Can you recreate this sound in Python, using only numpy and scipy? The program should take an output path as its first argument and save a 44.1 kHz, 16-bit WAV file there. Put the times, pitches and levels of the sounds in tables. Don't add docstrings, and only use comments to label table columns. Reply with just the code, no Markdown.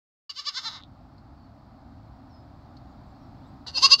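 import sys
import numpy as np
from scipy import signal
from scipy.fft import rfft, irfft
from scipy.io import wavfile
from scipy.ndimage import uniform_filter1d, minimum_filter1d

SR = 44100
rng = np.random.default_rng(int(sys.argv[2]) if len(sys.argv) > 2 else 0)


def transcribe(signal):
    frames = np.atleast_2d(signal).T
    limited = np.clip(frames, -1, 1)
    pcm = np.round(limited * 32767).astype(np.int16)
    wavfile.write(sys.argv[1], SR, pcm)


N = 176400
TIME = np.arange(N) / SR

# time_s, pitch_hz, roughness (0-1)
SOFT_FOLDS = [(.294,580,.05),(.308,570,.1),(.318,400,.8),(.337,265,.5),(.361,505,.08),(.376,520,.05),(.381,565,.05),(.394,588,.03),(.407,555,.1),(.424,395,.3),(.436,395,.2),(.452,505,.1),(.469,575,.03),(.482,594,.03),(.494,555,.15),(.51,385,.4),(.537,360,.2),(.551,475,.1),(.568,505,.1),(.577,545,.15),(.595,420,.35),(.607,320,.3),(.628,270,.3),(.655,460,.08),(.677,447,.05),(.687,405,.25),(.698,275,.4),(.717,190,.5),(.737,335,.4),(.762,280,.15),(.79,235,.4),(.81,170,.5)]
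LOUD_FOLDS = [(3.664,480,.4),(3.678,510,.25),(3.692,340,.4),(3.706,150,.4),(3.716,65,.3),(3.73,220,.6),(3.746,520,.2),(3.757,540,.03),(3.774,518,.1),(3.781,270,.45),(3.80,320,.6),(3.815,400,.6),(3.825,510,.2),(3.837,541,.1),(3.848,546,.12),(3.856,552,.1),(3.863,510,.6),(3.872,370,.8),(3.89,390,.6),(3.903,475,.3),(3.914,538,.03),(3.929,547,.02),(3.938,573,.03),(3.947,550,.1),(3.956,380,.8),(3.975,350,.6),(3.988,455,.15),(4.0,520,.1)]
# time_s, bright_db, middle_db, low_db
SOFT_EFFORT = [(0.29, -48, -52, -68), (0.296, -37.5, -43, -46.5), (0.304, -32, -32.5, -48),
               (0.328, -60, -73, -67), (0.35, -55, -71, -67), (0.364, -42, -44, -59.5),
               (0.398, -32.5, -40.5, -39), (0.414, -44.5, -54, -59), (0.438, -54, -76, -55),
               (0.458, -39, -37, -56), (0.47, -29, -61, -40.5), (0.482, -30, -49, -32.5),
               (0.492, -25.5, -36, -37.5), (0.504, -51, -56, -52.5), (0.532, -49.5, -56, -58.5),
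               (0.55, -37, -69, -49.5), (0.58, -28.5, -43, -37.5), (0.61, -46, -56, -54.5),
               (0.63, -44.5, -67, -53), (0.656, -33.5, -55, -41), (0.672, -32.5, -60, -42.5),
               (0.682, -31, -56, -39), (0.694, -42, -69, -49), (0.716, -44.5, -65, -50),
               (0.764, -42.5, -74, -48.5), (0.81, -62, -83, -56.5)]
LOUD_EFFORT = [(3.66, -65, -73, -33), (3.67, -38.5, -54, -50.5), (3.686, -37.5, -45, -49.5),
               (3.726, -61, -72, -60), (3.756, -29.5, -32.5, -51), (3.784, -23, -30.5, -36.5),
               (3.804, -39.5, -50, -54), (3.818, -34, -45, -44.5), (3.828, -18.5, -51, -29),
               (3.848, -12.5, -32.5, -17), (3.86, -12, -28, -20.5), (3.874, -33, -31, -53),
               (3.89, -43, -44, -39), (3.9, -32, -53, -45.5), (3.924, -7.5, -23, -22),
               (3.944, -14.5, -14, -28), (3.958, -68, -63, -55), (3.976, -49, -68, -71),
               (4.0, -26.5, -45.5, -39)]
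# time_s, centre_hz, boost_db
SOFT_MOUTH = [(.3,4640,10.5),(.40,4650,3),(.48,4570,8.5),(.497,5200,7.5),(.52,4600,-10),(.555,4240,8),(.58,4300,2.5),(.6,4570,-10),(.665,3880,11),(.76,3820,10.5),(.84,3700,16)]
LOUD_MOUTH = [(3.68,4100,14),(3.73,4500,4.4),(3.75,4400,18),(3.77,4250,13),(3.775,5150,19),(3.80,4650,4),(3.835,4800,2),(3.85,5500,2.2),(3.863,4550,7.3),(3.899,4700,1.8),(3.923,4900,5),(3.94,4540,9.9),(3.96,4600,2.1),(4.0,5000,2)]
# time_s, centre_hz, width_hz
SOFT_JAW = [(.3,1250,162),(.49,1180,160),(.56,1340,370),(.6,1220,335),(.665,1140,430),(.8,1070,450)]
LOUD_JAW = [(3.68,850,700),(3.76,750,500),(3.785,820,130),(3.84,1080,120),(3.93,1188,150),(4.0,1190,200)]
# centre_hz, width_hz, gain_db
SOFT_THROAT = [(2190,136,-12),(2940,400,-7),(3536,297,1.5),(4030,304,0.5),(4710,330,0.5),(5295,150,2.5),(6440,680,-12),(7800,660,-35)]
LOUD_THROAT = [(2080,180,-11.5),(2770,140,4.5),(3996,160,-2),(4380,185,2),(4920,227,1.5),(5370,170,-7.5),(6105,260,-8),(6670,120,-14),(6900,200,-18.5),(7740,940,-25)]
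# bright_trim_db, middle_trim_db, low_trim_db, air_db, fundamental_db, jaw_db
SOFT_VOICE = (0.5, -3.5, 0.5, -19.5, -48, -8)
LOUD_VOICE = (1.5, -6.5, 0, -27, -34.5, 4.5)
# time_s, level_db
SOFT_RASP = [(0.29, -87), (0.304, -64.5), (0.328, -87), (0.4, -71), (0.438, -85), (0.49, -71), (0.514, -81),
             (0.592, -70), (0.604, -79), (0.65, -70), (0.668, -77), (0.68, -70), (0.77, -83), (0.81, -91)]
LOUD_RASP = [(3.66, -87), (3.674, -73), (3.73, -83), (3.78, -56), (3.79, -66), (3.82, -62), (3.836, -45.5),
             (3.858, -49), (3.89, -70.5), (3.924, -44.5), (3.944, -52), (3.962, -72), (3.982, -72),
             (4.0, -56)]
# centre_hz, width_hz, relative_db
SOFT_RASP_BANDS = [(9400,1200,0),(11400,1800,-8),(14500,2500,2)]
LOUD_RASP_BANDS = [(8900,1500,1),(11000,2800,-13),(14800,2600,-11)]
# frequency_hz, relative_db
YARD_SPECTRUM = [(15, -25), (25, -5.5), (64, 3), (129, 1.5), (173, -6), (267, -1), (445, -24), (495, -20.5),
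                 (631, -11.5), (782, -9), (919, -15.5), (1300, -18.5), (1620, -27), (2300, -34.5),
                 (3000, -39), (4500, -31.5), (5280, -38), (6050, -47), (7700, -49.5), (9050, -59),
                 (15500, -53)]
# time_s, level_db
YARD_LEVEL = [(0,-130),(.285,-125),(.3,-67.5),(.5,-68.5),(.7,-54),(.9,-50),(1.6,-49.5),(2.5,-48),(3.5,-46),(4,-50.5)]
# start_s, strength_db
LAST_CLOSURES = [(.814,-15),(.8245,-15),(.836,-7)]
# start_s, strength_db
STALL_TICKS = [(1.181,-47),(2.768,-40)]
# start_s, length_s, start_hz, end_hz, level_db, settling (1 = straight, more = glide and hold)
FAR_CHIRPS = [(1.356,0.13,4610,4370,-74.5,1),(2.29,0.14,5820,5095,-68,4.7),(2.82,.12,6640,6780,-87,3),(3.06,.05,7900,7300,-83,1),(3.14,0.037,4200,4430,-69,0.89),(3.192,0.086,5730,5400,-76,2),(3.432,0.045,3370,3990,-71,1),(3.465,.03,7250,7900,-77,2)]


def from_db(db):
    return 10 ** (np.asarray(db) / 20)


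def in_time(rows):
    times, *columns = np.transpose(rows)
    return [np.interp(TIME, times, column) for column in columns]


def butter(x, hz, kind, order=2):
    return signal.sosfilt(signal.butter(order, hz, kind, fs=SR, output="sos"), x + 1e-18)


def resonate(x, hz, width_hz):
    radius = np.exp(-np.pi * width_hz / SR)
    gain = (1 - radius ** 2) / 2
    feedback = [1, -2 * radius * np.cos(2 * np.pi * hz / SR), radius ** 2]
    return signal.lfilter([gain, 0, -gain], feedback, x + 1e-18)


def ring(x, hz, width_hz):
    return resonate(resonate(x, hz, width_hz), hz, 2 * width_hz)


def glide(x, hz, width_hz, block=128):
    out, state = np.zeros(N), np.zeros(2)
    for i in range(0, N, block):
        radius = np.exp(-np.pi * width_hz[i] / SR)
        gain = (1 - radius ** 2) / 2
        feedback = [1, -2 * radius * np.cos(2 * np.pi * hz[i] / SR), radius ** 2]
        out[i:i + block], state = signal.lfilter([gain, 0, -gain], feedback, x[i:i + block], zi=state)
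    return out


def even(x):
    power = uniform_filter1d(uniform_filter1d(x * x, size=260), size=200)
    return x / np.sqrt(np.abs(power) + np.mean(x * x) / 20)


def vocal_folds(pitch_hz, rough, air_db, jitter=0.072, shimmer_db=5.5, rough_air_db=24):
    cycles = np.cumsum(pitch_hz) / SR
    at = np.interp(np.arange(1, int(cycles[-1])), cycles, np.arange(N))
    timing_draw, strength_draw = rng.standard_normal((len(at), 2)).T
    roughness, period = rough[at.astype(int)], SR / pitch_hz[at.astype(int)]
    at = np.clip(at + jitter * roughness * period * timing_draw, 10, N - 20)
    strength = np.sqrt(period) * from_db(shimmer_db * roughness * strength_draw)
    taps = at.astype(int)[:, None] + np.arange(-10, 10)
    offset = taps - at[:, None]
    pulses = np.zeros(N)
    np.add.at(pulses, taps, strength[:, None] * np.sinc(offset) * np.sinc(offset / 10))
    puffs = 2 * np.exp(-3 * (cycles % 1)) * rng.standard_normal(N)
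    return pulses + from_db(air_db + rough_air_db * rough) * puffs, cycles


def vocal_tract(source, throat, jaw, jaw_db, mouth):
    jaw_hz, jaw_width_hz = in_time(jaw)
    mouth_hz, boost_db = in_time(mouth)
    sound = sum((-1) ** k * from_db(db) * resonate(source, hz, width_hz)
                for k, (hz, width_hz, db) in enumerate(throat))
    sound -= from_db(jaw_db) * glide(source, jaw_hz, jaw_width_hz)
    sound += (from_db(boost_db) - 1) * glide(sound, mouth_hz, width_hz=np.full(N, 190))
    sound -= resonate(sound, hz=1667, width_hz=120)
    return butter(sound, 7570, "low", order=8)


def rasp(source, level, bands):
    airy = butter(source + 0.95 * rng.standard_normal(N), 7600, "high", order=6)
    coloured = sum(from_db(db) * resonate(airy, hz, width_hz) for hz, width_hz, db in bands)
    return even(coloured) * from_db(in_time(level)[0])


def bleat(folds, effort, mouth, jaw, throat, voice, rasp_level, rasp_bands, middle_hz=(2450, 3300)):
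    bright_trim_db, middle_trim_db, low_trim_db, air_db, fundamental_db, jaw_db = voice
    pitch_hz, rough = in_time(folds)
    bright_db, middle_db, low_db = in_time(effort)
    source, cycles = vocal_folds(pitch_hz, rough, air_db)
    sound = vocal_tract(source, throat, jaw, jaw_db, mouth)
    low_band = butter(butter(sound, middle_hz[0], "low", order=8), 603, "high", order=4)
    low = even(low_band) * from_db(low_db + low_trim_db)
    middle = even(butter(sound, middle_hz, "band", order=4)) * from_db(middle_db + middle_trim_db)
    bright = even(butter(sound, middle_hz[1], "high", order=8)) * from_db(bright_db + bright_trim_db)
    fundamental = from_db(fundamental_db + 0.56 * bright_db) * np.sin(2 * np.pi * cycles)
    sounding = (TIME >= folds[0][0]) & (TIME <= effort[-1][0])
    gate = uniform_filter1d(1.0 * sounding, size=60)
    return gate * (bright + middle + low + fundamental + rasp(source, rasp_level, rasp_bands))


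def stall(x, t60_s=0.067, level_db=-13):
    t = TIME[:SR // 2]
    tail = butter(rng.standard_normal(len(t)), 6840, "low") * from_db(-60 * t / t60_s) * (t > .003)
    return from_db(level_db) * signal.fftconvolve(x, tail / np.sqrt(np.sum(tail ** 2)))[:N]


def yard_rumble():
    hz, db = np.transpose(YARD_SPECTRUM)
    bins_hz = np.maximum(np.arange(N // 2 + 1) * SR / N, 1)
    colour = from_db(np.interp(np.log(bins_hz), np.log(hz), db))
    noise = irfft(rfft(rng.standard_normal(N)) * colour, N)
    noise = butter(noise, 33, "high", order=3)
    return noise / noise.std() * from_db(in_time(YARD_LEVEL)[0])


def yard_hum(loudest_db=-64.5):
    swell_db = in_time(YARD_LEVEL)[0]
    tone = ring(rng.standard_normal(N), hz=265.4, width_hz=14)
    return tone / tone.std() * from_db(loudest_db + swell_db - swell_db.max())


def creaks():
    clicks = np.zeros(N)
    for start_s, strength_db in LAST_CLOSURES:
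        clicks[int(start_s * SR)] += from_db(strength_db)
    return butter(ring(clicks, hz=3670, width_hz=530), 7570, "low", order=6)


def ticks(decay_s=0.0064):
    bursts = np.zeros(N)
    for start_s, strength_db in STALL_TICKS:
        decay = np.exp(-np.minimum(np.abs(TIME - start_s) / decay_s, 20))
        bursts += from_db(strength_db) * (TIME > start_s) * decay
    return ring(bursts * rng.standard_normal(N), hz=4400, width_hz=680)


def far_birds(echo_boost_db=8):
    whistles = np.zeros(N)
    for start_s, length_s, start_hz, end_hz, level_db, settling in FAR_CHIRPS:
        progress = np.clip((TIME - start_s) / length_s, 0, 1)
        pitch_hz = end_hz + (start_hz - end_hz) * (1 - progress) ** settling
        envelope = from_db(level_db) * np.abs(np.sin(np.pi * progress)) ** 0.43
        whistles += envelope * np.sin(2 * np.pi * np.cumsum(pitch_hz) / SR)
    return whistles + from_db(echo_boost_db) * stall(whistles)


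def scene():
    soft = bleat(SOFT_FOLDS, SOFT_EFFORT, SOFT_MOUTH, SOFT_JAW, SOFT_THROAT, SOFT_VOICE,
                 SOFT_RASP, SOFT_RASP_BANDS)
    loud = bleat(LOUD_FOLDS, LOUD_EFFORT, LOUD_MOUTH, LOUD_JAW, LOUD_THROAT, LOUD_VOICE,
                 LOUD_RASP, LOUD_RASP_BANDS)
    near = soft + creaks() + ticks() + loud
    return (near + stall(near) + yard_rumble() + yard_hum() + far_birds())[None]


def record(dry, limit_db=-2.5, window_s=0.001, cutoff_hz=15600):
    window = int(window_s * SR)
    gain = np.minimum(1, from_db(limit_db) / (np.abs(dry) + 1e-9))
    limited = dry * uniform_filter1d(minimum_filter1d(gain, window), window)
    return signal.sosfilt(signal.ellip(10, .1, 80, cutoff_hz, fs=SR, output="sos"), limited)


dry = scene()
out = record(dry)
transcribe(out)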